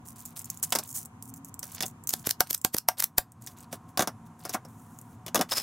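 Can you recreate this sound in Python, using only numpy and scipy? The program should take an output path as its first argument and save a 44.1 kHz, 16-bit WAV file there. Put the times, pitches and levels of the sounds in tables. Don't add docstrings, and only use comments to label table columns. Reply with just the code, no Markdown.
import sys
import numpy as np
from scipy import signal
from scipy.fft import rfft, irfft, next_fast_len
from scipy.io import wavfile
from scipy.ndimage import map_coordinates

SR = 44100
rng = np.random.default_rng(int(sys.argv[2]) if len(sys.argv) > 2 else 0)


def log_audio(samples):
    frames = np.atleast_2d(samples).T
    limited = np.clip(frames, -1, 1)
    pcm = np.round(limited * 32767).astype(np.int16)
    wavfile.write(sys.argv[1], SR, pcm)


N = 247842
NOW = np.arange(N) / SR
T = np.arange(SR // 6) / SR

# time_s, rumble_db, air_db
FLOOR_LEVELS = [(0.0, -59, -63.5), (5.62, -57.5, -61)]
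# freq_hz, level_db
RUMBLE_COLOUR = [(20, -19.5), (60, -30), (108, 11.5), (187, 0), (232, 5.5), (276, -15.5), (343, -35),
                 (500, -20.5), (650, -24), (1100, -120)]
AIR_COLOUR = [(180, -31.5), (300, -8), (624, -18.5), (735, 0), (828, -11), (946, -1), (1970, -23.5),
              (4590, -38.5), (6620, -27.5), (11000, -32.5), (16000, -41)]
# pitch_hz, width_hz, level_db
ROOM_MODES = [(98, 7.5, 12), (120, 6.5, 11), (163, 6.6, 15), (230.6, 25, 9)]
# time_s, pitch_hz, level_db
HUM_PATH = [(0.9, 242, -90), (1.15, 251, -59.5), (1.38, 273.5, -53.5), (1.8, 282, -78)]
# freq_hz, t60_s
ROOM_DECAY = [(150, 0.084), (1000, 0.13), (14000, 0.093)]

# start_s, level_db
TOUCHES = [(0.0865, -37), (0.2045, -36.5), (0.2535, -30), (0.259, -29.5), (0.3697, -32), (0.393, -27.5),
           (0.417, -35), (0.4445, -31.5), (0.457, -34), (0.5012, -18.5), (0.5735, -35), (0.629, -16),
           (0.642, -24), (0.6475, -25), (0.7045, -31.5), (0.836, -30.5), (0.891, -32), (0.9125, -33),
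           (0.9277, -32), (1.051, -36), (1.057, -32.5), (1.225, -30), (1.3395, -35), (1.447, -33),
           (1.542, -33.5), (1.5929, -24.5), (1.749, -28), (1.8578, -30), (1.863, -24), (1.881, -32),
           (2.038, -38.5), (2.073, -20.5), (2.093, -15.5), (2.578, -26), (2.615, -27), (3.32, -37.5),
           (3.422, -38), (3.4645, -31.5), (3.606, -40), (4.988, -35.5), (5.014, -39)]
# start_s, length_s, glove_db, scuff_db
HAND_STROKES = [(0.047, 0.075, -48, -66.5), (0.15, 0.18, -52, -64.5), (0.355, 0.063, -41.5, -53),
                (0.44, 0.16, -53, -63.5), (0.623, 0.02, -25, -41), (0.662, 0.075, -49.5, -66),
                (0.819, 0.043, -52, -54.5), (0.863, 0.053, -43.5, -81), (0.939, 0.048, -32, -54),
                (0.98, 0.052, -45, -63.5), (1.23, 0.067, -50, -85), (1.343, 0.045, -52, -86),
                (1.446, 0.045, -52, -80), (1.621, 0.12, -45.5, -59), (1.742, 0.054, -50, -48.5),
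                (1.822, 0.079, -46, -64), (2.094, 0.13, -46.5, -61), (2.239, 0.048, -44.5, -44.5),
                (2.462, 0.017, -43, -47), (2.968, 0.082, -37.5, -41.5), (3.405, 0.13, -56, -65),
                (3.562, 0.081, -55, -61.5), (3.711, 0.042, -43, -52.5), (3.878, 0.03, -60, -69),
                (4.252, 0.02, -60, -70), (4.385, 0.03, -56, -62), (4.423, 0.097, -57, -53),
                (4.525, 0.015, -32, -36.5), (4.675, 0.48, -63, -79.5), (5.486, 0.022, -44, -45.5)]
# time_s, slip_share (0-1)
GLOVE_GRIP = [(0.84, 0.8), (0.95, 0.13), (1.07, 0.87), (4.55, 0.73), (4.72, 0.2)]
# start_s, length_s, level_db
TUBE_JERKS = [(5.508, 0.025, -25), (5.543, 0.094, -35), (5.561, 0.022, -26.5)]
# start_s, pitch_hz, level_db, t60_s
METAL_PING = (4.074, 10570, -67, .5)
# start_s, crack_db, clink_db, shell_db, thud_db
TOY_KNOCKS = [(0.723, -13.5, -16.5, -17, -28), (0.752, -15.5, -31, -18.5, -15),
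              (0.7575, -16.5, -28, -21, -27), (0.7873, -17, -44, -24, -23), (1.6293, -27, -43, -35, -61),
              (1.806, -21.5, -24.5, -30.5, -25), (1.8248, -18, -44, -33, -24.5),
              (1.833, -37, -24, -27, -20.5), (3.4723, -28.5, -39.5, -63, -56),
              (3.7272, -31, -37.5, -29.5, -18.5), (3.974, -17, -27, -17.5, -21),
              (3.9934, -15, -22, -13, -6), (4.006, -19, -23, -16, -20), (4.022, -18.5, -28, -16.5, -17.5),
              (4.0736, -20.5, -33, -19, -18), (4.4521, -26.5, -57, -26.5, -22),
              (4.494, -24, -57, -31, -26.5), (4.5445, -22, -44, -15.5, -15), (4.65, -41.5, -72, -40.5, -32),
              (5.2636, -29.5, -37.5, -33.5, -29), (5.2807, -33, -33.5, -37, -30.5),
              (5.3456, -13.5, -37, -17, -9.5), (5.356, -14.5, -20, -12, -15.5),
              (5.376, -26, -30, -35, -14.5), (5.392, -27, -31, -23, -10.5), (5.4022, -49, -47, -28, -9),
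              (5.4112, -15.5, -23.5, -15, -24), (5.519, -39, -22.5, -18, -41)]
# start_s, level_db, push_db
RATCHET_PULLS = [(2.2725, -21, -20.5), (2.51, -16.5, -25.5), (2.747, -15, -10), (3.0042, -14, -35.5)]
# delay_s, snap_db, slide_db, push_db
RATCHET_TEETH = [(0, -9, 7.5, 0), (0.02, -5, -11, -34), (0.0372, 1, 3, -37.5)]
# time_s, snap_db, slide_db, ring_db, push_db
CATCH_SNAPS = [(2.0919, -26.5, -36, -56.5, -60), (2.108, -35, -25, -60, -57), (2.138, -22, -20.5, -33, -29),
               (2.4061, -11.5, -25, -12, -18.5), (2.6484, -8.5, -17.5, -15, -12),
               (2.887, -8.5, -15, -8.5, -38), (3.1828, -10, -11.5, -16, -19.5)]
# start_s, level_db
GUN_JOLT = (3.181, -21)

# pitch_hz, level_db, t60_s
SHELL_MODES = [(590, -0.5, .045), (744, 4.5, 0.06), (912, 0, 0.045), (1045, -5, .04), (1160, -3, 0.05),
               (1425, -8, 0.07), (1597, -5, .07), (2205, -8, .055)]
WALL_MODES = [(5860, 1, .022), (8570, -23.5, .19), (11080, -9, .05), (11420, -17, .14), (12850, -7, .045),
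              (13460, -6, .04)]
EDGE_MODES = [(1926, -3, 0.035), (2904, 0, 0.04), (3484, 3, 0.045), (3850, 0, 0.04)]
# freq_hz, level_db
TICK_COLOUR = [(500, -14), (4200, -12.5), (6200, 2.5), (7200, 7), (9500, 5), (16000, 7)]
GLOVE_COLOUR = [(1000, -43), (4500, -21), (5800, -4), (7400, -3.5), (10000, -1), (16000, -2)]
SCUFF_COLOUR = [(200, -11.5), (700, 7), (2500, 4), (5000, 6.5), (12000, -19.5)]
DRAG_COLOUR = [(200, -9), (700, 1.5), (2800, -1.5), (4750, 2.5), (5050, 16), (5330, 15.5), (5620, 2),
               (11000, 0), (16000, -2)]
CRACK_COLOUR = [(500, -15), (1500, -9), (2400, -8), (3300, -12.5), (4100, -8), (5200, 2.5), (7500, -2),
                (10000, -1.5), (13000, -1.5), (16000, -5.5)]
EDGE_COLOUR = [(900, -22), (2200, -2.5), (3400, -0.5), (4300, -2.5), (6000, -16.5), (10000, -26)]
HOLLOW_COLOUR = [(250, -24), (420, -6.5), (560, 1), (760, -2.5), (1000, 3.5), (1500, 0), (2300, -14),
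                 (3600, -21), (8000, -49)]
THUD_COLOUR = [(30, -50), (110, -12.5), (200, -0.5), (320, -0.5), (450, -2.5), (750, -2), (2000, -79)]
SNAP_COLOUR = [(300, -28), (800, -2), (1500, 0), (2300, -3), (3500, -1.5), (5400, 6), (9000, 4),
               (13000, 10), (16000, 3)]
GUN_COLOUR = [(300, -19.5), (560, -3), (740, 3.5), (950, 5.5), (1250, -5.5), (2200, -9.5), (3500, -13.5),
              (8000, -33.5)]

# time_s, left_minus_right_db
HAND_POSITION = [(2.0, -1.5), (4.1, 0), (5.6, 1.9)]
# time_s, side_db
STEREO_WIDTH = [(2.8, -1), (2.88, -18), (2.98, -58), (3.7, -21), (3.97, -9)]
# freq_hz, side_db
AIR_SIDE = [(300, -5.5), (1200, -5.5), (2400, 8), (15000, -1)]
TOY_SIDE = [(500, -42), (1500, -30), (3500, -15), (6000, -6)]
GUN_SIDE = [(200, -10.5), (600, -16), (1000, -16.5), (2500, -42.5)]

WHINE_HZ, WHINE_DB = 1066, -70.5
ATTACK_S, RELEASE_S, SAG_DB = 0.013, 0.0069, 2
REBOUND_S, REBOUND_DB = 0.007, -13
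TOOTH_RING_DB, SHIMMER_DB = -29, -18
TOP_HZ = 15950


def amp(db):
    return 10 ** (np.asarray(db) / 20)


def unit(x):
    return x / np.sqrt(np.mean(x ** 2) + 1e-20)


def burst(x):
    return x / np.sqrt(np.sum(x ** 2) * 1000 / SR + 1e-20)


def fade(t60):
    return amp(-60 * T / max(t60, 1e-4))


def along(points, hz):
    freqs, values = np.transpose(points)
    return np.interp(np.log(hz + 1), np.log(freqs + 1), values)


def curves(rows):
    times, *columns = np.transpose(rows)
    return [np.interp(NOW, times, column) for column in columns]


def wobble(rate):
    return map_coordinates(rng.standard_normal(int(N * rate / SR) + 4), [NOW * rate], mode="nearest")


def filtered(x, response):
    size = next_fast_len(N + SR // 2)
    return irfft(rfft(x, size) * response(np.fft.rfftfreq(size, 1 / SR)), size)[..., :N]


def shaped(x, points):
    return filtered(x, lambda hz: amp(along(points, hz)))


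def coloured(x, points, size=2048):
    cepstrum = irfft(np.log(amp(along(points, np.fft.rfftfreq(size, 1 / SR)))))
    cepstrum[1:size // 2] *= 2
    cepstrum[size // 2 + 1:] = 0
    return signal.fftconvolve(x, irfft(np.exp(rfft(cepstrum))))[:len(x)]


def add(track, start_s, sound):
    start = max(0, round(start_s * SR))
    part = track[start:start + len(sound)]
    part += sound[:len(part)]


def puff(t60, colour):
    return burst(coloured(rng.standard_normal(len(T)) * fade(t60), colour))


def ring(modes, scatter_db, detune):
    out = np.zeros(len(T))
    for hz, db, t60 in modes:
        strength, tuning, polarity = rng.standard_normal(3)
        tone = np.sin(2 * np.pi * hz * (1 + detune * tuning) * T)
        out += np.sign(polarity) * amp(db + scatter_db * strength) * fade(t60) * tone
    return burst(out)


def spot(x, hz, boost_db):
    b, a = signal.iirpeak(min(hz, SR / 3), Q=7, fs=SR)
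    return x + amp(boost_db) * signal.lfilter(b, a, x)


def friction(colour, rate, share):
    slips = (rng.random(N) < rate / SR) * amp(6 * np.minimum(rng.exponential(size=N), 2))
    force = unit(signal.fftconvolve(slips, fade(.007))[:N])
    grain = np.sqrt(share * force ** 2 + 1 - share)
    return unit(coloured(rng.standard_normal(N) * grain, colour))


def slide(texture, start_s, length_s, db):
    t = np.arange(round((length_s + .15) * SR)) / SR
    attack = np.minimum(t / ATTACK_S, 1)
    sag = amp(-SAG_DB * np.minimum(t / length_s, 1))
    release = np.exp(-np.maximum(t - length_s, 0) / RELEASE_S)
    piece = texture[round(start_s * SR):][:len(t)]
    shape = (attack * sag * release)[:len(piece)]
    return amp(db) * unit(shape * piece) * np.sqrt(np.mean(shape ** 2))


def room_resonance(f):
    modes = sum(amp(db) * 1j * f * width / (hz * hz - f * f + 1j * f * width)
                for hz, width, db in ROOM_MODES)
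    return modes * amp(along([(260, -4.5), (450, -11.5)], f))


def room_tone():
    drone = unit(filtered(rng.standard_normal(N), room_resonance))
    rumble = unit(shaped(rng.standard_normal(N), RUMBLE_COLOUR))
    air = unit(shaped(rng.standard_normal((2, N)), AIR_COLOUR))
    hum_hz, hum_db = curves(HUM_PATH)
    hum = amp(hum_db + wobble(2.2)) * unit(np.sin(2 * np.pi * np.cumsum(hum_hz) / SR))
    whine = amp(WHINE_DB + wobble(2)) * unit(np.sin(2 * np.pi * WHINE_HZ * NOW))
    rumble_db, air_db = curves(FLOOR_LEVELS)
    rumble_gain, air_gain = amp(rumble_db + 3.5 + wobble(14)), amp(air_db + 3)
    mid = rumble_gain * (rumble + amp(1) * drone) + air_gain * air[0] + hum + whine
    side = air_gain * shaped(air[1], AIR_SIDE) + amp(-21) * rumble_gain * rumble
    return np.array([mid + side, mid - side])


def room_echo(x, count=12):
    hz, t, noise = signal.stft(rng.standard_normal((count, 2, SR // 3)), SR, nperseg=256)
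    decay = amp(-60 * t / along(ROOM_DECAY, hz)[:, None])
    tails = signal.istft(noise * decay, SR, nperseg=256)[1]
    tails *= 1 - np.exp(-np.arange(tails.shape[-1]) / SR / 0.0031)
    out = np.zeros((2, N))
    for part, tail in zip(np.array_split(np.arange(N), count), tails):
        for track, answer in zip(out, tail):
            add(track, part[0] / SR, signal.fftconvolve(x[part], answer / np.linalg.norm(answer)))
    mid, side = out[0], shaped(out[1], [(300, -55), (2000, -17.5), (6000, -4.5)])
    return np.array([mid + side, mid - side])


def finger_ticks():
    out = np.zeros(N)
    for start_s, db in TOUCHES:
        click = puff(.008, TICK_COLOUR)
        tail = amp(-4) * puff(0.036, TICK_COLOUR)
        tick = (click + tail) * np.minimum(T / 0.00044, 1)
        tick = spot(tick, hz=7600 * rng.lognormal(sigma=.13), boost_db=2)
        add(out, start_s - .0003, amp(db) * burst(tick))
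    return out


def glove_rubbing():
    rasp = friction(GLOVE_COLOUR, rate=210, share=curves(GLOVE_GRIP)[0])
    shift = (1 + np.tanh(wobble(25))) / 2
    glove = shift * spot(rasp, hz=7000, boost_db=2) + (1 - shift) * spot(rasp, hz=8600, boost_db=-3)
    glove *= amp(1.7 * wobble(35))
    scuff = friction(SCUFF_COLOUR, rate=400, share=0.89)
    out = np.zeros(N)
    for start_s, length_s, glove_db, scuff_db in HAND_STROKES:
        add(out, start_s, slide(glove, start_s, length_s, glove_db))
        add(out, start_s, slide(scuff, start_s, length_s, scuff_db))
    return out


def tube_drag():
    chatter = friction(DRAG_COLOUR, rate=2300, share=0.71)
    out = np.zeros(N)
    for start_s, length_s, db in TUBE_JERKS:
        add(out, start_s, slide(chatter, start_s, length_s, db))
    return out


def metal_ping():
    start_s, hz, db, t60 = METAL_PING
    t = np.maximum(NOW - start_s, 0)
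    return amp(db - 60 * t / t60) * np.sin(2 * np.pi * hz * t)


def toy_contact(crack_db, clink_db, shell_db, thud_db):
    clink = burst(ring(EDGE_MODES, scatter_db=3, detune=.012) + puff(.03, EDGE_COLOUR))
    strike = puff(.011, CRACK_COLOUR) + amp(6) * puff(0.048, CRACK_COLOUR)
    crack = burst(spot(strike, hz=5600 * rng.lognormal(sigma=.2), boost_db=-0.5))
    modes = ring(SHELL_MODES, scatter_db=3, detune=.01)
    shell = burst(puff(0.085, HOLLOW_COLOUR) + amp(-2) * modes)
    thud = puff(0.071, THUD_COLOUR)
    edges = amp(crack_db) * crack + amp(clink_db) * clink
    return edges + amp(shell_db - 2.5) * shell + amp(thud_db - 7) * thud


def toy_knocks():
    out = np.zeros(N)
    for start_s, *levels in TOY_KNOCKS:
        add(out, start_s, toy_contact(*levels))
        rebound_s = start_s + REBOUND_S * rng.lognormal(sigma=.2)
        add(out, rebound_s, amp(REBOUND_DB) * toy_contact(*levels))
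    return out


def shove(width_s):
    u = T / width_s
    return burst(u * (2 - u) * np.exp(-u))


def catch(snap_db, slide_db, ring_db, push_db):
    ramp_t60 = np.interp(snap_db, [-16, -9], [.03, .014])
    snap_t60 = np.interp(snap_db, [-16, -9], [.012, .008])
    ramp = (rng.standard_normal(len(T)) * fade(ramp_t60))[::-1]
    lead_in = amp(slide_db) * burst(coloured(ramp, SNAP_COLOUR))
    spike = puff(.0025, SNAP_COLOUR)
    snap = burst(amp(1) * spike + puff(snap_t60, SNAP_COLOUR))
    clack = puff(.014, GUN_COLOUR)
    shell = ring(SHELL_MODES, scatter_db=1, detune=.003)
    walls = ring(WALL_MODES, scatter_db=2, detune=.003)
    crowded_modes = amp(-4) * puff(0.033, GUN_COLOUR) + amp(-5.5) * puff(0.047, CRACK_COLOUR)
    body = clack + amp(1) * shell + amp(-3) * walls + crowded_modes
    blow = amp(snap_db + 7.5) * snap + amp(ring_db - 2) * body + amp(push_db) * shove(0.00049)
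    return np.concatenate([lead_in, blow])


def gun_ratchet():
    out = np.zeros(N)
    for start_s, db, push_db in RATCHET_PULLS:
        for delay_s, snap_db, slide_db, tooth_push_db in RATCHET_TEETH:
            tooth = catch(db + snap_db, db + slide_db, db + TOOTH_RING_DB, push_db + tooth_push_db)
            add(out, start_s + delay_s - len(T) / SR, tooth)
    return out


def gun_snaps():
    out = np.zeros(N)
    for time_s, db, *levels in CATCH_SNAPS:
        add(out, time_s - len(T) / SR, catch(db, *levels))
        add(out, time_s, amp(db + SHIMMER_DB) * puff(.1, TICK_COLOUR))
    jolt_s, jolt_db = GUN_JOLT
    add(out, jolt_s, amp(jolt_db) * shove(0.0029))
    return out


def scene():
    gun = gun_snaps() + gun_ratchet()
    toys = gun + toy_knocks() + metal_ping() + finger_ticks() + glove_rubbing() + tube_drag()
    side = shaped(toys * wobble(5500), TOY_SIDE) - shaped(gun, GUN_SIDE)
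    lean_db, = curves(HAND_POSITION)
    direct = np.array([toys + side, toys - side]) * amp([lean_db / 2, -lean_db / 2])
    heard = direct + amp(-17) * room_echo(toys) + room_tone()
    centre = heard.mean(axis=0)
    width_db, = curves(STEREO_WIDTH)
    return centre + amp(width_db) * (heard - centre)


def gain_control(x, threshold_db, slope, recovery_db):
    peak_db = 20 * np.log10(np.abs(x).max(axis=0) + 1e-9)
    excess_db = slope * np.maximum(peak_db - threshold_db, 0)
    held_db = np.maximum.accumulate(excess_db + recovery_db * NOW) - recovery_db * NOW
    lag = T * fade(0.43)
    return x * amp(-signal.fftconvolve(held_db, lag / lag.sum())[:N])


def record(dry):
    ducked = gain_control(dry, threshold_db=-9, slope=.55, recovery_db=40)
    rounded = ducked / (1 + np.abs(ducked / .9) ** 6) ** (1 / 6)
    return filtered(rounded, lambda hz: 1 / (1 + (hz / TOP_HZ) ** 120))


dry = scene()
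out = record(dry)
log_audio(out)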